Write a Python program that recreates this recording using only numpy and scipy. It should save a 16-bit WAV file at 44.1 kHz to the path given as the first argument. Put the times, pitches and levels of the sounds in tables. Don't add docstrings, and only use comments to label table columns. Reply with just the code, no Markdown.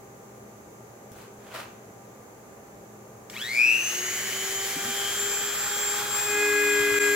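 import sys
import numpy as np
from scipy import signal
from scipy.fft import rfft, irfft, next_fast_len
from scipy.io import wavfile
from scipy.ndimage import map_coordinates

SR = 44100
rng = np.random.default_rng(int(sys.argv[2]) if len(sys.argv) > 2 else 0)


def log_audio(samples):
    frames = np.atleast_2d(samples).T
    limited = np.clip(frames, -1, 1)
    pcm = np.round(limited * 32767).astype(np.int16)
    wavfile.write(sys.argv[1], SR, pcm)


N = 315315
TIME = np.arange(N) / SR
SIDES = np.array([[1], [-1]]) / 2
MAINS_HZ, FULL_SPEED_HZ = 60, 413
MOTOR_ON_S, DEEP_CUT_S = 3.304, 6.417
SWING_START_S, SWING_LENGTH_S = 3.7, 0.33


def amp(db):
    return 10 ** (np.asarray(db) / 20)


def unit(x):
    return x / np.sqrt(np.mean(x ** 2) + 1e-20)


def along(points, hz):
    pitches, values = np.transpose(points)
    return np.interp(np.log(hz + 1), np.log(pitches + 1), values)


def curves(rows):
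    times, *columns = np.transpose(rows)
    return [np.interp(TIME, times, column) for column in columns]


def wobble(rate):
    return map_coordinates(rng.standard_normal(int(N * rate / SR) + 4), [TIME * rate])


def settle(start_s, rise_s):
    return 1 - np.exp(-np.maximum(TIME - start_s, 0) / rise_s)


def until(start_s, length_s):
    return np.clip(1 - (TIME - start_s) / length_s, 0, 1)


def driven(speed, full_db, range_db):
    return amp(full_db - range_db * (1 - speed / FULL_SPEED_HZ)) * (TIME > MOTOR_ON_S)


def pan(left_db):
    return amp(left_db * SIDES)


def filtered(x, response):
    size = next_fast_len(N + SR // 4)
    return irfft(rfft(x, size) * response(np.fft.rfftfreq(size, 1 / SR)), size)[..., :N]


def partials(table, angle, waver_db, slip=0):
    def tone(multiple):
        return np.sin(round(multiple) * angle - slip + rng.uniform(0, 2 * np.pi))
    return np.sqrt(2) * sum(amp(db + waver_db * wobble(14)) * pan(left_db) * tone(multiple)
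                            for multiple, db, left_db in table)


# pitch_hz, likeness
NEAR_LIKENESS = [(100, 1), (640, 0.64), (1400, 0.69), (6000, 0.33), (15000, 0.24)]
def noise(spectrum, likeness=NEAR_LIKENESS):
    def colour(hz):
        spread = np.arccos(np.clip(along(likeness, hz), -1, 1)) / 2
        return amp(along(spectrum, hz)) * [np.cos(spread), np.sin(spread)]
    mid, side = filtered(rng.standard_normal((2, N)), colour)
    return np.array([mid + side, mid - side]) / np.std(mid)


# pitch_hz, relative_db
RUSH_COLOUR = [(25, -50), (55, -9), (80, -14), (112, -2), (150, -7.5), (205, -3.5), (270, -7.5), (420, -2),
               (800, -8.5), (1300, -14.5), (2200, -20), (3200, -32), (8000, -59)]
HISS_COLOUR = [(1000, -18), (5600, -7.5), (6150, 1.5), (7500, -0.5), (8600, -12.5), (9600, -6.5),
               (16000, -7.5)]
# pitch_hz, likeness
ROOM_LIKENESS = [(60, 0.91), (180, 0.99), (550, 0.47), (1650, -0.26), (4970, -0.029), (15000, -0.018)]
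# pitch_hz, relative_db
MACHINE_HUMS = [(118.4, -59), (209.9, -57), (398.4, -59), (796.7, -60.5), (1157, -114), (1195, -64)]
def workshop(rush_db, hum_db, hiss_db):
    hums = sum(amp(db + 1.7 * wobble(5)) * np.sin(2 * np.pi * hz * TIME + 0.66 * wobble(7))
               for hz, db in MACHINE_HUMS)
    rush = amp(rush_db) * noise(RUSH_COLOUR, ROOM_LIKENESS)
    hiss = amp(hiss_db) * noise(HISS_COLOUR, ROOM_LIKENESS)
    return rush + amp(hum_db) * hums + hiss


# pitch_hz, fade_s
ECHO_FADES = [(200, 0.11), (2000, 0.74), (12000, 0.2)]
def wall_echo(x):
    hz, t, spectra = signal.stft(rng.standard_normal((2, SR // 2)), SR, nperseg=256)
    fade = amp(-60 * t / along(ECHO_FADES, hz)[:, None])
    tail = signal.istft(spectra * fade, SR, nperseg=256)[1]
    return signal.fftconvolve(x, tail / np.linalg.norm(tail[0]), axes=1)[:, :N]


# start_s, level_db, fade_s
SHEET_TOUCHES = [(1.118, -50, 0.12), (1.162, -59, .45), (1.215, -54, .07)]
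# pitch_hz, relative_db
SHEET_COLOUR = [(800, -12), (3000, -4), (9000, 1), (14500, -1)]
def sheet_crinkle(grain_db):
    touches = sum(amp(db - 60 * np.maximum(TIME - start_s, 0) / fade_s) * (TIME > start_s)
                  for start_s, db, fade_s in SHEET_TOUCHES)
    return touches * noise(SHEET_COLOUR) * unit(amp(grain_db * wobble(900)))


# start_s, length_s, level_db
RUBS = [(1.165, .09, -53), (1.415, 0.057, -59.5), (1.548, 0.053, -38)]
# pitch_hz, relative_db
SCRAPE_COLOUR = [(180, -24), (400, -10), (630, -2), (820, -8.5), (1100, -2.5), (1450, -3.5), (1850, -9.5),
                 (2500, -9.5), (4000, -14.5), (6300, -21), (16000, -22)]
def bench_scrape(grain_db, rise_db_per_s, fall_db_per_s):
    rubs = 0
    for start_s, length_s, db in RUBS:
        before_s = np.maximum(start_s - TIME, 0)
        after_s = np.maximum(TIME - start_s - length_s, 0)
        rubs += amp(db - rise_db_per_s * before_s - fall_db_per_s * after_s)
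    return rubs * noise(SCRAPE_COLOUR) * unit(amp(grain_db * wobble(500) + 1.1 * wobble(50.65)))


# start_s, level_db, pitch_hz
BENCH_BUMPS = [(1.114, -42, 106), (1.161, -42, 113), (4.762, -28, 279), (4.848, -32, 218),
               (4.878, -31, 237), (6.8, -36.5, 124), (6.87, -50, 140.1), (6.918, -36, 121)]
def bench_bumps(rise_s, fade_s):
    out = 0
    for start_s, db, hz in BENCH_BUMPS:
        age = np.maximum(TIME - start_s, 0)
        thud = np.sin(2 * np.pi * hz * age) + .5 * np.sin(2 * np.pi * 0.61 * hz * age)
        out += amp(db - 60 * age / fade_s) * (1 - np.exp(-age / rise_s)) * thud
    return out


def switch_click(start_s, level_db, fade_s):
    age = np.maximum(TIME - start_s, 0)
    snap = (age > 0) * amp(level_db - 60 * age / fade_s)
    return snap * noise([(300, -14), (3000, -1), (6500, 0), (15000, -13)])


# pitch_hz, relative_db
VENT_COLOUR = [(150, -16), (400, -1.5), (900, -2.5), (2300, 3.5), (2850, -2), (3800, -0.5), (5800, 0),
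               (6600, 1.5), (7900, 2.5), (8750, -11), (9250, -3), (11500, -4), (14500, -1), (16000, -7)]
# time_s, relative_db, pitch_hz
HAND_HOLLOW = [(3.9, -41.5, 1763), (4.09, -35, 1960), (4.61, -40.5, 2021), (4.83, -40, 1648),
               (6.15, -36.5, 1432)]
def cooling_air(speed, hiss_db, roar_db, width_hz, swing_db):
    hollow_db, hollow_hz = curves(HAND_HOLLOW)
    hiss = noise(VENT_COLOUR) * amp(0.68 * wobble(12) + 0.47 * wobble(60))
    swirls = noise([(1, 0), (width_hz, -3), (3 * width_hz, -20), (4000, -70)], likeness=[(100, 0.33)])
    hollow_tone = np.cos(2 * np.pi * np.cumsum(hollow_hz + 120 * wobble(300)) / SR)
    roar = np.sqrt(2) * swirls * hollow_tone
    flow = driven(speed, hiss_db - swing_db * until(SWING_START_S, SWING_LENGTH_S), range_db=14)
    return flow * hiss + driven(speed, hollow_db + roar_db, range_db=18.5) * roar


# time_s, relative_db
WHISTLE_LEVELS = [(3.75, -38.5), (3.88, -31), (4.33, -40.5), (4.57, -33), (4.71, -40), (5.16, -35),
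                  (5.2, -29.5), (5.43, -33.5), (5.88, -32), (6.06, -42), (6.14, -30.5), (6.82, -34.5),
                  (6.84, -40), (7.05, -32), (7.15, -37)]
# shaft_multiple, relative_db, left_db
BLADE_TONE = [(18, 1, -0.5)]
BLADE_OVERTONE = [(36, -10, 7.1)]
def fan_whistle(speed, angle, gain_db):
    moving_db, = curves(WHISTLE_LEVELS)
    overtone = driven(speed, 0, range_db=74) * partials(BLADE_OVERTONE, angle, waver_db=-0.5)
    slow_db = 52 * np.maximum(.85 - speed / FULL_SPEED_HZ, 0)
    strength = amp(gain_db + moving_db - slow_db) * (TIME > MOTOR_ON_S)
    return strength * (partials(BLADE_TONE, angle, waver_db=1.13) + overtone)


# shaft_multiple, relative_db, left_db
KNOCK_TONES = [(2, -3.5, 0), (3, -7, 0), (4, -6.5, 0), (6, -8, 0), (9, -12, 0), (16, -8, 0), (17, -13, 0),
               (19, -18, 0), (23, -10, 0), (26, -23, 0.0058)]
def motor_hum(speed, angle, hum_db, coils_db, swing_db):
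    mains = 2 * np.pi * MAINS_HZ * TIME
    coils = amp(coils_db) * (np.sin(mains) + np.sin(2 * mains))
    turned_away_db = swing_db * until(SWING_START_S, SWING_LENGTH_S)
    steadied_db = 19 * settle(DEEP_CUT_S, rise_s=0.62)
    strength = driven(speed, hum_db - turned_away_db - steadied_db, range_db=61)
    imbalance = np.sqrt(2) * amp(-0.5 + 3.0 * wobble(8)) * np.sin(angle)
    knock = partials(KNOCK_TONES, angle, waver_db=2.3)
    lowered = amp(-8 * until(start_s=4.28, length_s=0.35))
    return strength * (imbalance + lowered * (knock + coils))


# pitch_hz,
# half_width_hz, boost_db
BUZZ_SWELLS = [(1690, 190, 5.5), (2266, 490, 16), (2423, 98, 9.5), (2638, 155, 16.5), (3068, 29, 4.5),
               (3191, 19.5, 8)]
# shaft_multiple, relative_db, left_db
BUZZ_OVERTONES = [(16, 1, 1), (24, -3.5, 3), (32, -5.5, 3)]
# pitch_hz, gain_db
SHELL_COLOUR = [(1200, -16), (1800, -10), (2350, 3), (2800, -7), (3300, 4.5), (4200, -5), (5500, -10.5),
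                (7500, -6.5), (10000, -19), (14000, -16)]
def motor_buzz(speed, angle, buzz_db, overtone_db, pulse_depth):
    pulse_angle = 2 * np.pi * 2 * MAINS_HZ * TIME
    pull = unit((1 + pulse_depth * np.cos(pulse_angle)) * amp(1.05 * wobble(120)))
    speed_share = speed / FULL_SPEED_HZ
    judder = 1.65 * (1 - speed_share) * wobble(150)
    core_angle = angle + judder / 8
    ripple = speed_share ** 4 * np.sin(pulse_angle - 1.39)
    slot_tone = partials([(8, 0, 4)], core_angle, waver_db=.6, slip=1.33 * ripple + 0.39 * SIDES)
    swell_db = sum(db * np.exp(-((8 * speed - hz) / width) ** 2) for hz, width, db in BUZZ_SWELLS)
    overtones = partials(BUZZ_OVERTONES, core_angle, waver_db=1.0, slip=0.4 * ripple)
    overtones = filtered(overtones, lambda hz: amp(along(SHELL_COLOUR, hz)))
    current = amp(overtone_db + 12 * (1 - speed_share)) * settle(MOTOR_ON_S, rise_s=0.14)
    return pull * (driven(speed, buzz_db + swell_db, range_db=17) * slot_tone + current * overtones)


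# speed_gained_hz, rise_s
WIND_UP_STAGES = [(140.9, .0648), (201, .224), (79.47, 1.344)]
def spinning_shaft(sag_hz, flutter_hz):
    speed = sum(hz * settle(MOTOR_ON_S, rise_s) for hz, rise_s in WIND_UP_STAGES)
    speed -= sag_hz * settle(DEEP_CUT_S, rise_s=2)
    angle = 2 * np.pi * np.cumsum(speed + flutter_hz * wobble(40)) / SR
    return speed, angle


# shaft_multiple, relative_db, left_db
BITE_TONES = [(4, -3, 7.5), (5, -8, -4.5), (10, -26.5, -11)]
# shaft_multiple, relative_db, left_db
CHATTER_TONES = [(4, -20.5, -5), (5, -17, -2), (6, -18, 0)]
# shaft_multiple, relative_db, left_db
SCREECH_TONES = [(23, -25, 1), (26, -24, 1.1), (30, -22, 8.8), (31, -29, 4), (32, -25, 4)]
def burr_cut(angle, start_s, graze_s, cut_db, graze_db, chatter_hz):
    squeal_fade = amp(-9 * np.maximum(TIME - DEEP_CUT_S, 0))
    squeal = squeal_fade * partials([(6, -4, -2)], angle, waver_db=1.7)
    bite = partials(BITE_TONES, angle, waver_db=1.0) + squeal
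    chatter = partials(CHATTER_TONES, angle, waver_db=1.0, slip=2 * np.pi * chatter_hz * TIME)
    drone = np.sqrt(2) * amp(-2) * pan(5.5) * np.sin(angle)
    throb = amp(-12) * np.sin(angle - 2 * np.pi * 2 * MAINS_HZ * TIME)
    puffs = unit((1 + np.cos(angle)) ** 2)
    dust = noise([(1000, -10), (2500, 9), (4200, -8), (6000, -4), (10000, -8), (12500, 3), (15000, -12)])
    screech = partials(SCREECH_TONES, angle, waver_db=2.5) + amp(-10) * puffs * dust
    graze = amp(graze_db) * np.exp(-((TIME - graze_s) / 0.011) ** 2)
    contact = amp(cut_db) * settle(start_s, rise_s=0.12) + graze
    wood_shake = amp(cut_db) * settle(start_s, rise_s=0.22)
    depth = settle(DEEP_CUT_S, rise_s=0.18)
    return contact * (bite + chatter + depth * screech) + wood_shake * (drone + throb)


# pitch_hz, left_db
TREBLE_LEAN = [(3000, -0.54), (7000, 1), (10000, 5), (15000, 2)]
def scene():
    speed, angle = spinning_shaft(sag_hz=24.6, flutter_hz=.12)
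    buzz = motor_buzz(speed, angle, buzz_db=-42, overtone_db=-40, pulse_depth=0.81)
    hum = motor_hum(speed, angle, hum_db=-41.5, coils_db=-21, swing_db=2.9)
    hands = bench_scrape(grain_db=2, rise_db_per_s=320, fall_db_per_s=242)
    hands += switch_click(start_s=3.299, level_db=-35.5, fade_s=.025)
    hands += bench_bumps(rise_s=0.0023, fade_s=0.096)
    hands += sheet_crinkle(grain_db=3)
    whistle = fan_whistle(speed, angle, gain_db=-1)
    cut = burr_cut(angle, start_s=6.246, graze_s=6.19, cut_db=-25.5, graze_db=-36, chatter_hz=52.2)
    air = cooling_air(speed, hiss_db=-33.5, roar_db=-1.5, width_hz=244, swing_db=2.6)
    near = hands + air + whistle + hum + buzz + cut
    delay_s = 3.3e-5 * SIDES
    direct = filtered(near, lambda hz: pan(along(TREBLE_LEAN, hz)) * np.exp(-2j * np.pi * hz * delay_s))
    echo = amp(-8.5) * wall_echo(hands + amp(-1.5) * whistle + hum + buzz)
    return direct + echo + workshop(rush_db=-49.5, hum_db=0.5, hiss_db=-60)


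def record(dry):
    dip_s, depth_db, hold_s, recovery_s = 6.989, 11, .006, .005
    top_hz = 15800
    dip_db = -depth_db * (TIME > dip_s) * (1 - settle(dip_s + hold_s, recovery_s))
    return filtered(dry * amp(dip_db), lambda hz: hz < top_hz)


dry = scene()
out = record(dry)
log_audio(out)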